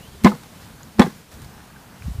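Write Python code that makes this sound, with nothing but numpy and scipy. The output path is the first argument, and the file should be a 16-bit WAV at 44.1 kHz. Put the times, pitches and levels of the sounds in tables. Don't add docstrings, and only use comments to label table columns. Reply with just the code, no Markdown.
import sys
import numpy as np
from scipy import signal
from scipy.fft import rfft, irfft
from scipy.io import wavfile
from scipy.ndimage import uniform_filter1d

SR = 44100
rng = np.random.default_rng(int(sys.argv[2]) if len(sys.argv) > 2 else 0)


def voltage_ratio(level):
    return 10 ** (np.asarray(level, float) / 20)


def inscribe(sig):
    pcm = np.round(np.clip(np.atleast_2d(sig).T, -1, 1) * 32767)
    wavfile.write(sys.argv[1], SR, pcm.astype(np.int16))


N = 97020


def evened(x):
    return x / np.sqrt(np.mean(x ** 2) + 1e-20)


def noise():
    return rng.standard_normal(N)


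def smooth_noise(count, width):
    return evened(uniform_filter1d(rng.standard_normal(count), size=width))


def curve(points):
    return np.interp(np.arange(N) / SR, *np.transpose(points))


def coloured(x, points):
    hz, db = np.transpose(points)
    f = np.fft.rfftfreq(len(x), 1 / SR)
    gain = voltage_ratio(np.interp(np.log(f + 1), np.log(hz + 1), db))
    return evened(irfft(rfft(x) * gain, len(x)))


def add(mix, s, sound):
    part = mix[round(s * SR):][:len(sound)]
    part += sound[:len(part)]


def fall(t, rise_s, t60):
    return (1 - np.exp(-t / max(rise_s, 1e-4))) * voltage_ratio(-60 * t / max(t60, .002))


def distant_trees():
    # freq_hz, level_db
    hiss_spectrum = [(15, -47), (25, -6.5), (193, -0.5), (368, -14), (399, -9.5), (495, -14), (1570, -19.5),
                     (2920, -21.5), (15500, -29)]
    # time_s, level_db
    breeze = [(0, 1.5), (.2, 0.5), (.6, 0.5), (.9, -1), (1.15, 1), (1.27, -3), (1.35, 1), (1.6, -1),
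              (1.9, -2), (2.2, 1)]
    level_db, patch_depth_db = -44.5, 1.1
    real, imag, patches = rng.standard_normal((N // 256 + 5, 513, 3)).T
    patches = uniform_filter1d(patches, size=14, axis=0)
    patches = evened(uniform_filter1d(patches, size=10, axis=1))
    spectra = (real + 1j * imag) * voltage_ratio(patch_depth_db * patches)
    hiss = signal.istft(spectra, nperseg=1024, noverlap=768)[1][:N]
    return coloured(hiss, hiss_spectrum) * voltage_ratio(level_db + curve(breeze))


def wind_on_microphone():
    # freq_hz, level_db
    puff_spectrum = [(12, -56), (20, -29), (48, -11), (70, 2.5), (225, -23.5), (371, -25), (400, -75),
                     (520, -75), (880, -120)]
    # time_s, level_db
    gusts = [(0, -50.5), (.55, -61), (.64, -47.5), (.72, -53), (1.3, -67), (1.35, -41.5), (1.46, -40),
             (1.55, -51.5), (1.99, -58), (2.03, -51), (2.2, -36.5)]
    # crest_s, level_db, pitch_hz, half_width_s
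    swirls = [
        (1.36, -33.5, 64.3, 0.01),
        (1.426, -30.5, 89, 0.0032),
        (2.02, -31, 85, 0.0048),
        (2.05, -26, 113.4, 0.0057),
        (2.069, -20.5, 77, 0.0085),
        (2.083, -19, 154, 0.0024),
        (2.099, -22.5, 62, 0.007),
        (2.117, -24, 70, 0.0063),
        (2.157, -28, 92, 0.0055),
        (2.192, -18.5, 89.5, 0.0039),
    ]
    lumps = voltage_ratio(4.7 * smooth_noise(N, 600))
    out = evened(coloured(noise(), puff_spectrum + [(700, -70)]) * lumps) * voltage_ratio(curve(gusts))
    for crest_s, db, hz, half_width_s in swirls:
        t = np.arange(N) / SR - crest_s
        out += voltage_ratio(db) * np.exp(-(t / half_width_s) ** 2 / 2) * np.cos(2 * np.pi * hz * t)
    return out


def branch_swish():
    # freq_hz, level_db
    swish_spectrum = [(180, -51), (300, -14.5), (800, 0.5), (1140, -2.5), (1600, -3), (2200, -14.5),
                      (3900, -43), (6600, -120)]
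    # time_s, level_db
    carry = [(0, -60), (.5, -57.5), (.62, -55), (.9, -55.5), (1.27, -66), (1.34, -52.5), (1.49, -56.5),
             (1.53, -48.5), (1.61, -54.5), (1.67, -49.5), (1.73, -53), (1.83, -52), (1.9, -53.5),
             (1.95, -52.5), (2.2, -57.5)]
    patches = voltage_ratio(2.2 * smooth_noise(N, 700))
    rustle = coloured(noise(), [(150, -45.5)] + swish_spectrum + [(5000, -54.5)])
    return evened(rustle * patches) * voltage_ratio(curve(carry))


def bird():
    # start_s, length_s, from_hz, to_hz, level_db
    chirps = [
        (.005, .09, 2720, 3290, -56.5),
        (.115, .035, 3280, 3120, -61),
    ]
    flutter_hz, echo_s, echo_db = 90, .017, -9
    out = np.zeros(N)
    for start_s, length_s, from_hz, to_hz, db in chirps:
        u = np.arange(0, length_s, 1 / SR) / length_s
        waver = smooth_noise(len(u), 200)
        flutter = smooth_noise(len(u), 200)
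        hz = from_hz + (to_hz - from_hz) * u + flutter_hz * u ** 2 * flutter
        swell = 2 * voltage_ratio(db + 1.5 * waver) * np.sin(np.pi * u ** .8)
        note = swell * np.sin(2 * np.pi * np.cumsum(hz) / SR)
        add(out, start_s, note)
        add(out, start_s + echo_s, voltage_ratio(echo_db) * note)
    return out


def thuds():
    # crest_s, thud_db, thud_hz, thud_width_s
    blows = [
        (.2519, 1.5, 216, .0052),
        (1.0014, 3, 217, .0052),
    ]
    lead_s, swell_db_per_s = .002, 2600
    brush_db, brush_db_per_s = -22, 700
    push_db, push_hz, push_width_s, push_early_s = -13, 82, 0.0059, 0.0029
    out = np.zeros(N)
    for crest_s, db, hz, width_s in blows:
        t = np.arange(N) / SR - crest_s
        after, before = np.maximum(t, 0), np.minimum(t + lead_s, 0)
        thud = voltage_ratio(db) * np.exp(-(after / width_s) ** 4 / 2) * np.cos(2 * np.pi * hz * t)
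        swell = np.maximum(voltage_ratio(swell_db_per_s * before), voltage_ratio(brush_db + brush_db_per_s * before))
        push = np.exp(-((t + push_early_s) / push_width_s) ** 2 / 2) * np.cos(2 * np.pi * push_hz * t)
        out += swell * thud + voltage_ratio(push_db) * push
    return out


def rim_contact(db, tilt_db, t60, crack_db, panels):
    # freq_hz, level_db
    crack_spectrum = [(820, -29), (1400, -6), (5840, -11.5), (6460, -10.5), (7070, -14.5), (7740, -12.5),
                      (15500, -32)]
    chatter_per_s, ring_share = 1500, 0.61
    slat_db, slat_tilt_db, slat_t60, slat_top_hz = -12.5, -5.5, 0.04, 830
    t = np.arange(8000) / SR
    slips = (rng.random(len(t)) < chatter_per_s / SR) * rng.choice([-.5, .5], len(t)) * voltage_ratio(-60 * t / t60)
    slips[0] = 1
    spread = (np.arange(90) + rng.random(90)) / 90
    slats = [(hz, slat_db + slat_tilt_db * abs(np.log2(hz / slat_top_hz)), slat_t60)
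             for hz in 400 * 12 ** spread]
    ring = np.zeros(len(t))
    for hz, mode_db, mode_t60 in panels + slats:
        level = voltage_ratio(mode_db + tilt_db * np.log2(hz / 1000) - 60 * t / (mode_t60 * ring_share))
        ring += level * np.sin(2 * np.pi * hz * t) * rng.choice([-1, 1])
    body = signal.fftconvolve(2 * slips / np.linalg.norm(slips), ring * fall(t, 0.0005, 7.7))[:len(t)]
    body = signal.sosfilt(signal.butter(2, 330, "high", fs=SR, output="sos"), body)
    crack = coloured(rng.standard_normal(len(t)), crack_spectrum) * fall(t, 0.0038, .021)
    return voltage_ratio(db) * body + voltage_ratio(crack_db) * crack


def box_rattle():
    # start_s, level_db, hardness_db_per_octave, chatter_t60_s, crack_db
    contacts = [(0.236, -41.5, 6.5, 0.049, -36), (0.245, -15.5, 1, 0.059, -7.5),
                (0.25, -15, -2, 0.052, -29), (.258, -17, -1, 0.036, -28), (0.266, -18, 0.5, 0.044, -26),
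                (.273, -19.5, 2.5, 0.058, -32), (.281, -32, -9, 0.23, -44), (.317, -33, -4, 0.11, -40),
                (.350, -45, -2, 0.047, -39), (0.985, -35.5, -0.5, 0.042, -31), (.9940, -17, 3, 0.045, -6.5),
                (0.999, -15.5, -0.5, 0.071, -27), (1.017, -20, 1.5, 0.053, -20),
                (1.024, -24.5, 1.5, 0.08, -21), (1.043, -39.5, -3.5, 0.098, -45),
                (1.062, -35, -4, 0.086, -49), (1.095, -46, -4, 0.081, -47), (1.005, -21.5, 0, .05, -36),
                (1.033, -31.5, -1, .08, -42), (1.052, -42, 2, 0.064, -48), (.290, -39, 2, .09, -44)]
    # pitch_hz, level_db, t60_s
    first_panels = [(485, -12.5, 0.1), (731, -8.5, 0.05), (1040, -2, 0.038), (1257, -2, 0.032),
                    (1726, -5, 0.038), (2126, -7.5, 0.044), (2400, -13, 0.038), (2980, -38, 0.024),
                    (3640, -37, 0.022), (4440, -24, 0.018)]
    # pitch_hz, level_db, t60_s
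    second_panels = [(434, -7, 0.058), (497, -3.5, 0.064), (585, -7.5, 0.053), (820, 3.5, 0.037),
                     (1050, -4, 0.069), (1190, -9.5, 0.077), (1720, 1.5, 0.02), (1933, -4, 0.03),
                     (2620, -24, 0.041), (4500, -19, 0.023)]
    out = np.zeros(N)
    for start_s, *touch in contacts:
        panels = first_panels if start_s < .7 else second_panels
        add(out, start_s, rim_contact(*touch, panels))
    return out


def twig_ticks():
    # start_s, level_db, pitch_hz, t60_s, snap_db
    ticks = [(.262, -17, 1040, 0.059, -60), (.270, -15.5, 1107, 0.025, -60),
             (1.045, -30.5, 785, 0.036, -60), (.317, -29, 1280, 0.036, -60), (.318, -35, 875, 0.073, -60),
             (.2455, -24.5, 5030, 0.016, -60), (.9955, -16, 820, 0.07, -62),
             (1.012, -20.5, 1050, 0.07, -60), (0.2373, -42, 12600, 0.033, -23),
             (0.2424, -42, 13500, 0.0214, -27), (0.8317, -32, 6880, 0.0057, -41),
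             (.8322, -39, 4300, 0.0046, -60), (1.017, -25, 3423, 0.055, -36), (1.0175, -31, 3900, .05, -60),
             (1.018, -32, 2620, 0.035, -60), (1.064, -36.5, 1620, 0.039, -60), (1.064, -43, 2013, .07, -60),
             (1.342, -44, 5650, .008, -48), (1.418, -42, 9050, 0.0068, -39), (1.445, -52, 8000, .006, -41),
             (1.762, -44.5, 1560, 0.034, -60), (2.022, -37.5, 2400, 0.013, -49),
             (2.0217, -38, 1580, 0.0074, -50)]
    out, t = np.zeros(N), np.arange(6000) / SR
    for start_s, db, hz, t60, snap_db in ticks:
        ring = 2 * voltage_ratio(db) * fall(t, 0.00038, t60) * np.sin(2 * np.pi * hz * t)
        snap = voltage_ratio(snap_db) * rng.standard_normal(len(t)) * fall(t, 0.00066, 0.015)
        add(out, start_s, ring + snap)
    return out


def hollow_rings():
    # crest_s, level_db, pitch_hz, t60_s, damped_after_s
    rings = [(.2636, -3.5, 207, .16, .051), (.3223, -25, 228, .09, .012), (.250, -19, 730, .14, .04),
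             (.262, -24, 600, .14, .05), (.278, -24, 500, .1, .03), (.336, -34, 480, .12, .04),
             (1.011, -20, 500, .09, .035), (.3384, -29, 190, .1, .004), (.3451, -28, 165, .12, .006),
             (.3589, -35, 225, .1, .012), (1.051, -27, 155, .15, .04), (1.0102, -15, 290, .06, .006),
             (.2476, -10, 355, .2, .004), (.2545, -6, 362, .075, .03), (.300, -29, 367, .1, .008),
             (.3155, -30, 364, .1, .02), (.9950, -7, 348, .085, .035), (1.0173, -12.5, 238, .1, .019),
             (1.0455, -17, 188, .12, .013), (1.0637, -25, 215, .1, .005), (1.0679, -24, 372, .08, .012),
             (1.0786, -22, 216, .06, .007), (1.035, -26, 415, .08, .008), (1.094, -33, 222, .1, .02)]
    rise_s, damp_db_per_s = .002, 1600
    out = np.zeros(N)
    for crest_s, db, hz, t60, damped_s in rings:
        t = np.arange(N) / SR - crest_s
        rise = np.exp(-(np.minimum(t, 0) / rise_s) ** 2 / 2)
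        damping_db = damp_db_per_s * np.maximum(t - damped_s, 0)
        decay = voltage_ratio(db - 60 * np.maximum(t, 0) / t60 - damping_db)
        out += rise * decay * np.cos(2 * np.pi * hz * t)
    return out


def shaken_leaves():
    # freq_hz, level_db
    leaf_spectrum = [(880, 6.5), (1500, 8), (2830, -1.5), (4020, 3.5), (13400, -7.5), (15500, -4)]
    # start_s, level_db, rise_s, t60_s
    shakes = [
        (0.248, -29, 0.012, 0.35),
        (.43, -37, 0.0077, 0.043),
        (.60, -42.5, 0.018, 0.36),
        (0.998, -31, 0.0078, 0.36),
        (1.31, -38.5, 0.016, 0.15),
        (1.417, -42, 0.0046, 0.1),
        (1.444, -40, .003, 0.042),
        (2.019, -41, 0.037, 0.41),
    ]
    t, level = np.arange(N) / SR, np.zeros(N)
    for start_s, db, rise_s, t60 in shakes:
        add(level, start_s, voltage_ratio(db) * fall(t, rise_s, t60))
    grain = voltage_ratio(1.7 * smooth_noise(N, 150))
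    return level * evened(coloured(noise(), leaf_spectrum) * grain)


def scene():
    field = distant_trees() + wind_on_microphone() + bird()
    box = thuds() + box_rattle() + hollow_rings()
    branch = branch_swish() + twig_ticks() + shaken_leaves()
    return (field + box + branch)[None]


def roll_off(x):
    return signal.sosfilt(signal.butter(12, 15810, fs=SR, output="sos"), x)


def record(dry):
    low_cut = signal.sosfilt(signal.butter(1, 30, "high", fs=SR, output="sos"), dry)
    top_cut = signal.firwin(401, 15280, window=("kaiser", 9), fs=SR)
    band = signal.oaconvolve(low_cut, top_cut[None], "same")
    return roll_off(np.clip(band, -1, 1))


dry = scene()
out = record(dry)
inscribe(out)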